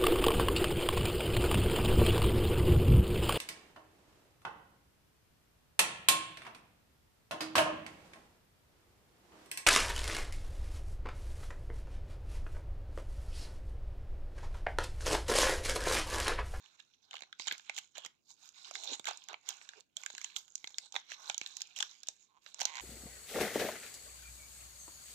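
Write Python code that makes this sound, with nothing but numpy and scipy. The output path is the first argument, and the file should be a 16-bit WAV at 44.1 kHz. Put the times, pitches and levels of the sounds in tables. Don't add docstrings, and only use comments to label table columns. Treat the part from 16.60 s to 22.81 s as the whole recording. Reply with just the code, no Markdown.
import sys
import numpy as np
from scipy import signal
from scipy.fft import rfft, irfft, next_fast_len
from scipy.io import wavfile

SR = 44100
rng = np.random.default_rng(int(sys.argv[2]) if len(sys.argv) > 2 else 0)


def int16_out(signal):
    q = np.round(np.clip(np.atleast_2d(signal).T, -1, 1) * 32767)
    wavfile.write(sys.argv[1], SR, q.astype(np.int16))


N = 273861
SIZE = next_fast_len(N + SR // 2)
HZ = np.maximum(np.arange(SIZE // 2 + 1) * SR / SIZE, 1)

SNAP_PAN_DB, SNAP_PAN_SPREAD_DB = -8, 4.5
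SCATTER_S, SCATTER_DB = [0.0026, 0.0021], [-4.5, -16.5]
BUCKLES_PER_S, BUCKLE_SPREAD_DB = 5000, 2.07
RUSTLE_LIKENESS = 0.1
KNOCK_BAND_HZ, KNOCK_S = (133, 456), 0.00035
KNOCK_GAIN_DB = 29
LEFT_LAG_SAMPLES = 14
TABLE_ECHO_S, TABLE_ECHO_DB = [0.0022, 0.0025], -26.5
ROOM_T60_S, ROOM_DB, WALL_CUT_HZ = 0.19, [-6, -17], 8000
HUSH_DB = -85
CUTOFF_HZ = 16900


def from_db(db):
    return 10 ** (np.asarray(db) / 20)


def rms_one(x):
    return x / np.sqrt(np.mean(x ** 2) + 1e-20)


def in_time(rows):
    s, *columns = np.transpose(rows)
    return [np.interp(np.arange(N) / SR, s, column) for column in columns]


def at_hz(points):
    hz, db = np.transpose(points)
    return np.interp(np.log(HZ), np.log(hz), db)


def causal(db):
    cepstrum = irfft(db * np.log(10) / 20, SIZE)
    cepstrum[1:SIZE // 2] *= 2
    cepstrum[SIZE // 2 + 1:] = 0
    return np.exp(rfft(cepstrum))


def drift(rate_hz):
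    r = np.exp(-2 * np.pi * rate_hz / SR)
    wander = signal.lfilter([1], [1, -2 * r, r * r], rng.standard_normal(N + 4000))
    return rms_one(wander[4000:])


def dying_noise(t60, count):
    tail = rng.standard_normal(count) * from_db(-60 * np.arange(count) / SR / t60)
    return tail / np.sqrt(np.sum(tail ** 2))


def band(x, low_hz, high_hz):
    sos = signal.butter(2, [low_hz, high_hz], "band", fs=SR, output="sos")
    return signal.sosfilt(sos, x)


def snaps(port):
    # start in seconds, then the peaks of thud, body, edge and crack in dB,
    # as coloured by the near port before scattering.
    creases = [(0.0597, -83.0, -59, -41, -45), (0.2024, -66, -64, -40, -49), (0.3373, -98, -81, -57, -61.5),
               (0.5099, -74, -47.0, -35, -37), (0.5232, -56.0, -55.0, -53, -53),
               (0.5307, -55, -36, -37, -43), (0.538, -60, -38, -38, -45), (0.5415, -34, -44, -39.0, -37),
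               (0.554, -68.0, -46, -33, -40.0), (0.5618, -54, -42.5, -37, -46.0),
               (0.5671, -69, -35, -33.0, -37.0), (0.5806, -72.0, -53, -36, -44),
               (0.5911, -58.0, -45, -39.0, -42.5), (0.607, -54, -41, -44, -41),
               (0.6211, -47, -36.5, -31.5, -32.5), (0.6349, -48, -38, -46, -40),
               (0.727, -61.5, -38.5, -34, -38), (0.7966, -39, -30.5, -28, -27),
               (0.82, -66.0, -62.0, -37.5, -40), (0.8712, -36, -37, -25.5, -22.5),
               (0.8764, -48, -32, -18.5, -42), (0.8816, -54.0, -24.5, -20, -18.5),
               (0.9115, -45, -23, -24, -42), (0.9237, -49.0, -46, -27, -27),
               (0.9502, -56, -40, -59.0, -58.0), (0.9805, -62, -53.0, -38, -34.5),
               (0.9959, -51, -41, -39, -42.0), (1.096, -37, -23.5, -28.0, -28.5),
               (1.1457, -78, -68.0, -52, -36), (1.1646, -62, -60, -36, -30),
               (1.1736, -74.0, -53.0, -43, -31.0), (1.1789, -39, -28.5, -28.5, -25),
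               (1.1856, -61, -32, -26.5, -21.5), (1.2438, -69, -58, -52, -55),
               (1.3707, -44, -34, -40.0, -40), (1.381, -37, -61, -47, -30.5),
               (1.4492, -39.5, -52, -31, -28), (1.4611, -66, -36, -33, -24),
               (1.7044, -83.0, -66, -47, -40.5), (1.89, -84.0, -60, -50, -35),
               (2.0465, -75, -65.0, -38.5, -40), (2.111, -36.5, -59, -51, -28.5),
               (2.137, -59, -52, -42.0, -42), (2.154, -49, -32, -24, -25),
               (2.2362, -54.0, -59.0, -33, -28.0), (2.244, -69, -62.0, -40, -30),
               (2.249, -53.0, -63.0, -55, -32), (2.256, -44, -53, -41.0, -31.0),
               (2.3317, -45, -41, -30, -37), (2.3959, -43.0, -42, -29.5, -29.5),
               (2.4435, -52, -34, -41, -34), (2.4546, -47, -37.0, -28, -25.5), (2.4678, -49, -30, -40, -36),
               (2.471, -45, -26, -22, -21.5), (2.4773, -33, -40, -39, -29),
               (2.4852, -31, -44.0, -44.0, -34), (2.4868, -31.5, -41, -35.0, -24.5),
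               (2.5098, -32.5, -39, -29, -31), (2.5737, -89, -65.0, -61.0, -33),
               (2.6393, -76, -69, -58, -39.5), (2.686, -46, -40, -32, -27.0), (2.73, -35, -35.5, -41, -37),
               (2.742, -34.5, -31.5, -31.5, -47), (2.8892, -55, -45, -26, -16.5),
               (3.0137, -52, -42.5, -47.0, -46), (3.09, -55, -41, -35.5, -31.5),
               (3.1346, -49, -41.5, -49, -46), (3.201, -69, -62, -55, -44), (3.2068, -82, -69, -62, -36.5),
               (3.368, -65, -46, -27.0, -20.5), (3.4351, -46.5, -36.5, -54, -28.5),
               (3.4619, -48.5, -26, -26.5, -20.5), (3.5012, -46.5, -42, -38, -33.5),
               (3.5501, -52.5, -41, -33, -32.0), (3.58, -55, -33, -31.5, -27.5),
               (3.6147, -58, -39, -47, -26.5), (3.6443, -44.5, -34.5, -29, -21.5),
               (3.7633, -52, -35.5, -21, -18), (3.8798, -66.5, -61, -42.5, -42),
               (3.9547, -65, -47, -52, -20.5), (3.979, -76.0, -62.0, -52, -36.5),
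               (4.0422, -43.5, -30, -30, -31), (4.0726, -52, -42, -31, -41), (4.075, -51, -51, -51, -28.5),
               (4.1049, -59, -54, -48, -41), (4.1434, -70, -54, -38.5, -47), (4.1833, -59, -33, -45, -16.5),
               (4.3232, -54, -54, -38.5, -28.5), (4.3422, -37.5, -46, -51, -38),
               (4.3531, -37, -33, -32, -45), (4.3551, -41, -35, -49, -33), (4.3627, -31, -24.0, -20, -24.0),
               (4.518, -43, -27, -37, -31), (4.698, -27, -21.5, -18.5, -19),
               (4.7446, -52, -42.0, -26.0, -25), (4.7796, -56, -49, -38, -18.0),
               (4.8135, -40, -28, -26.5, -23), (4.862, -62, -43, -28.5, -29),
               (4.8732, -82, -70, -51, -32.5), (4.9685, -62.0, -43, -37.0, -21),
               (5.0063, -65.0, -44, -37, -34), (5.0181, -61, -41, -33, -17.5),
               (5.0724, -77, -66.0, -60.0, -40), (5.1624, -70.5, -38, -30.0, -28.5),
               (5.1668, -56, -41, -33, -32), (5.1884, -51, -35, -33, -26.5),
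               (5.2021, -62.0, -36, -24.5, -29), (5.2051, -38, -38, -27, -21),
               (5.2258, -41, -25.0, -17, -19), (5.3085, -68, -59, -58, -59),
               (5.4329, -56, -36.5, -35, -28.5), (5.4712, -65, -54, -37, -31.5),
               (5.4855, -37.5, -35.5, -44, -16.0), (5.8627, -50.5, -33.5, -34.5, -41),
               (5.9445, -52.5, -55, -49, -29.0), (5.9924, -47, -39, -46, -29.0),
               (6.0028, -43, -34, -49, -24), (6.009, -39.0, -39.0, -32, -18),
               (6.0151, -33, -24.5, -21.5, -15.5), (6.0306, -61, -58.0, -49.0, -28.0),
               (6.0538, -40, -32, -33, -11.5), (6.0562, -42.0, -37.0, -33, -23),
               (6.1552, -58, -38, -42, -29), (6.1688, -52, -35, -31.0, -29.0),
               (6.1827, -62.0, -34.0, -35.0, -53)]
    # low edge in Hz, high edge in Hz, length of the contact in seconds.
    burst_parts = [(556, 1165, 0.00078), (1460, 2337, 0.00065), (2840, 4190, 0.00042),
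                   (4740, 12100, 0.00014)]
    rows = np.array(creases)
    time = np.arange(500) / SR
    noise = rng.standard_normal((len(rows), 3, 500))
    left_noise, right_noise, rattle = noise[:, 0], noise[:, 1], noise[:, 2]
    rattle[:, 6] = 4.7 * np.sign(rattle[:, 6])

    bursts = 0
    for k, (low_hz, high_hz, length) in enumerate(burst_parts):
        quick_swell = time * np.exp(-2 * time / length)
        part = band(rattle * quick_swell, low_hz, high_hz)
        heard = signal.fftconvolve(part, port[None, :200], axes=1)
        gain = from_db(rows[:, 1 + k]) / np.abs(heard).max(axis=1)
        bursts = bursts + part * gain[:, None]

    out = np.zeros((2, N + 500))
    at = np.round(rows[:, 0] * SR).astype(int)[:, None] + np.arange(500)
    left_pan_db = SNAP_PAN_DB + SNAP_PAN_SPREAD_DB * rng.standard_normal((len(rows), 1))
    for side, (side_noise, pan_db) in enumerate([(left_noise, left_pan_db), (right_noise, 0)]):
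        scatter = side_noise * from_db(SCATTER_DB[side]) * np.exp(-time / SCATTER_S[side])
        scatter[:, 0] = 1
        scattered = signal.fftconvolve(bursts, scatter, axes=1)[:, :500]
        np.add.at(out[side], at, from_db(pan_db) * scattered)
    return out[:, :N]


def squeezing():
    # peak time in seconds, swell and fade in seconds per 20 dB,
    # rustle level in dB, then thud and crack in dB relative to it.
    squeezes = [(.04, 0.12, 0.35, -63.5, -8, 1.5), (0.202, 0.019, 0.012, -51, -17, -5),
                (.343, 0.02, 0.025, -71, -30, 4), (.43, 0.018, 0.13, -75, -4, 7.5),
                (0.511, 0.0086, .1, -57.5, -9.5, -7), (.56, 0.13, 0.22, -61, -5, -4),
                (.8, 0.012, 0.3, -53, -26, 7), (0.927, 0.1, 0.054, -40.5, -13, -8),
                (1.078, 0.036, 0.13, -50.5, -20, -6), (1.182, 0.045, 0.026, -42.5, -14, 3),
                (1.213, .05, 0.12, -62, -15, 5), (1.357, 0.013, 0.13, -47.5, -12.5, -4.5),
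                (1.461, 0.033, 0.014, -46.5, -4.5, -1.5), (1.708, 0.048, 0.051, -67, -5, 14),
                (1.862, 0.094, 0.056, -56.5, -11, 7.5), (1.957, 0.035, 0.85, -61, -26, 5.4),
                (2.09, 0.14, .037, -53.5, -10, 3), (2.149, 0.016, 0.072, -53.5, 1, 14),
                (2.341, 0.24, 0.053, -46, -5.5, 4), (2.481, 0.017, 0.058, -34, -5, -6.5),
                (2.53, 0.035, 0.24, -57.5, -11, 2), (2.696, 0.013, 0.048, -47, 4, -11),
                (2.89, 0.05, 0.17, -47.5, -10, 0.9), (3.017, 0.021, 0.11, -57, -8.5, 1.5),
                (3.193, 0.18, 0.029, -61.5, -3.5, 0.8), (3.368, 0.011, 0.6, -56.5, -9, 3),
                (3.649, 0.2, 0.15, -53, -15.5, 1), (3.765, 0.011, 0.054, -51.5, -5, 14),
                (4.002, 0.051, 0.13, -81, -25, 18), (4.261, 0.44, 0.055, -66.5, -2, 10.5),
                (4.356, 0.029, 0.084, -46.5, -13, -4.5), (4.5, .015, 0.078, -48, -18.5, 1),
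                (4.545, 0.073, 0.011, -46.5, -23, 1.5), (4.691, 0.17, 0.08, -49, -5, 4.5),
                (4.821, 0.17, 0.73, -55, -14.5, -1.5), (5.013, 0.19, 0.03, -57, -10.5, 5),
                (5.08, .05, 0.2, -78, -3, 14), (5.17, 0.022, 0.23, -46.5, -16.5, 1),
                (5.235, 0.054, 0.024, -52, 0.5, -10), (5.38, 0.21, 0.014, -69, -30, -2.7),
                (5.482, 0.028, 0.13, -66, -26, 12.5), (5.619, 0.043, 0.054, -72, -6.5, 13.5),
                (5.83, 0.027, 0.18, -67, -19, 6), (5.875, 0.035, 0.11, -59, -10.5, 4.5),
                (6.01, 0.045, 0.17, -43.5, -5, -1), (6.21, 0.082, .1, -50.5, -7, -7)]
    peak_s, swell_s, fade_s, level_db, thud_db, crack_db = np.transpose(squeezes)[:, :, None]
    time = np.arange(0, N + 64, 64) / SR
    shape_db = level_db - 20 * np.maximum((peak_s - time) / swell_s, (time - peak_s) / fade_s)
    levels = []
    for part_db in (thud_db, 0, crack_db):
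        power = np.sum(from_db(2 * (shape_db + part_db)), axis=0)
        levels.append(np.interp(np.arange(N) / SR, time, 10 * np.log10(power + 1e-30)))
    return levels


def rustle(port):
    # low edge in Hz (widened below), high edge in Hz,
    # length of the contact in seconds (unused here).
    swarm_parts = [(525, 1550, 0.00073), (1420, 4330, 0.00088), (5220, 12830, 0.00014)]
    born = rng.random(N) < BUCKLES_PER_S * from_db(2.5 * drift(60)) / SR
    size_db = BUCKLE_SPREAD_DB * np.minimum(rng.exponential(1, N), 4.0)
    buckles = born * from_db(size_db) * rng.choice([-1, 1], N)

    out = 0
    for (low_hz, high_hz, _), part_db in zip(swarm_parts, squeezing()):
        edges = np.geomspace(low_hz * 0.706, high_hz, 8)
        part = 0
        for low, high in zip(edges, edges[1:]):
            favour_db = rng.normal(0, 7.46, N) + 3.53 * drift(4.0)
            part = part + band(buckles * from_db(favour_db) + 1e-18, low, high)
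        out = out + from_db(part_db) * part / np.std(signal.fftconvolve(part, port))

    detour = np.interp(np.arange(N) - 40 - 3.7 * drift(45), np.arange(N), out)
    left = np.sqrt(RUSTLE_LIKENESS) * out + np.sqrt(1 - RUSTLE_LIKENESS) * detour
    return np.array([left, out])


def creak():
    # time in seconds, slips per second, level in dB, upper modes in dB.
    stick_slip = [(5.68, 230, -100, -23), (5.69, 230, -73, -29), (5.73, 170, -66.5, -41),
                  (5.765, 140, -60, -31), (5.785, 210, -60, -30), (5.8, 210, -100, -16),
                  (6.05, 240, -100, 0), (6.07, 166, -51.5, 1.5), (6.12, 180, -46.5, -6),
                  (6.14, 130, -48, 1), (6.21, 98, -39.5, -0.5)]
    # frequency in Hz, width in Hz, level in dB.
    modes = [(1030, 100, 3), (1960, 310, 6.5), (3900, 1100, -17), (6690, 2100, -3)]
    per_s, level_db, bright_db = in_time(stick_slip)
    turns = np.cumsum(per_s * (1 + 0.083 * drift(60))) / SR
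    slips = np.diff(np.floor(turns), prepend=0) * from_db(rng.normal(0, 2.72, N))
    out = 0
    for k, (hz, width_hz, db) in enumerate(modes):
        r = np.exp(-np.pi * width_hz / SR)
        mode = signal.lfilter([1, 0, -1], [1, -2 * r * np.cos(2 * np.pi * hz / SR), r * r], slips)
        out = out + rms_one(mode) * from_db(level_db + db + bright_db * (k > 0))
    return out


def rub():
    # time in seconds, pitch of the hollow in Hz, level in dB.
    drags = [(2.14, 807, -105), (2.17, 800, -60), (2.26, 597, -53), (2.33, 353, -36), (2.39, 336, -105),
             (3.11, 403.7, -105), (3.18, 433, -47), (3.25, 566, -105)]
    hollow_hz, level_db = in_time(drags)
    grit = (rng.random((2, N)) < 400 / SR) * rng.standard_normal((2, N))
    slow = signal.sosfilt(signal.butter(2, 90, fs=SR, output="sos"), grit + 1e-18)
    phase = 2 * np.pi * np.cumsum(hollow_hz) / SR
    scrape = rms_one(slow[0] * np.cos(phase) + slow[1] * np.sin(phase))
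    return from_db(level_db) * (level_db > -95) * scrape


def knocks():
    # start in seconds, level in dB before the knock gain.
    touches = [(0.622, -59), (0.797, -53.5), (0.872, -56), (0.923, -49), (1.461, -55.5), (2.397, -50),
               (3.539, -59), (4.041, -55), (4.695, -64), (4.814, -49), (6.015, -54.5)]
    clicks = np.zeros(N)
    for s, db in touches:
        clicks[round(s * SR)] = from_db(db + KNOCK_GAIN_DB)
    push = np.hanning(round(2 * KNOCK_S * SR))
    return band(np.convolve(clicks, push)[:N] + 1e-18, *KNOCK_BAND_HZ)


def paths():
    out = np.zeros((2, 300))
    out[:, 0] = 1
    for side in range(2):
        out[side, round(TABLE_ECHO_S[side] * SR)] = from_db(TABLE_ECHO_DB)
    out[0] = np.roll(out[0], LEFT_LAG_SAMPLES)
    return out


def room(foil):
    place = (np.arange(N) // 3000 * 7 + np.arange(N) // 11000) % 5
    out = 0
    for k in range(5):
        tails = [from_db(db) * dying_noise(ROOM_T60_S, count=SR // 3) for db in ROOM_DB]
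        tails = np.pad(tails, [(0, 0), (220, 0)])
        out = out + rfft(foil * (place == k), SIZE) * rfft(tails, SIZE)
    return out / (1 + 1j * HZ / WALL_CUT_HZ)


def hush():
    # frequency in Hz, relative level in dB per Hz.
    hush_colour = [(24, -37), (40, -7), (65, -7), (124, -1.5), (308, -1.5), (1750, -24.5), (2490, -25),
                   (16500, -27)]
    spectrum = rfft(rng.standard_normal((2, SIZE))) * from_db(at_hz(hush_colour))
    return from_db(HUSH_DB) * rms_one(irfft(spectrum, SIZE)[:, :N])


def scene():
    # frequency in Hz, level in dB.
    near_colour = [(18, -76), (30, -21), (467, -11.5), (593, -10.5), (814, -3.5), (1240, -9), (1660, -7),
                   (1890, -11), (2160, -4.5), (3660, -0.5), (4650, -5), (7090, 1.5), (9480, -30.5),
                   (15200, -18.5), (16500, -48)]
    # frequency in Hz, level in dB.
    far_colour = [(60, -11), (110, -17.5), (200, -16), (380, -14), (700, -19), (1290, -8.5), (2380, -12),
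                  (4400, -8), (8120, -20.5), (15000, -11.5)]
    near = causal(at_hz(near_colour))
    far = causal(at_hz(near_colour) + at_hz(far_colour))
    port = irfft(near, SIZE)[:2000]
    foil = snaps(port) + rustle(port) + creak() + rub() + knocks()
    arriving = rfft(foil, SIZE) * rfft(paths(), SIZE) + room(foil[1])
    heard = irfft(arriving * [far, near], SIZE)[:, :N]
    return heard + hush()


def record(dry):
    return signal.sosfilt(signal.cheby2(12, 60, CUTOFF_HZ, fs=SR, output="sos"), dry)


dry = scene()
out = record(dry)
int16_out(out)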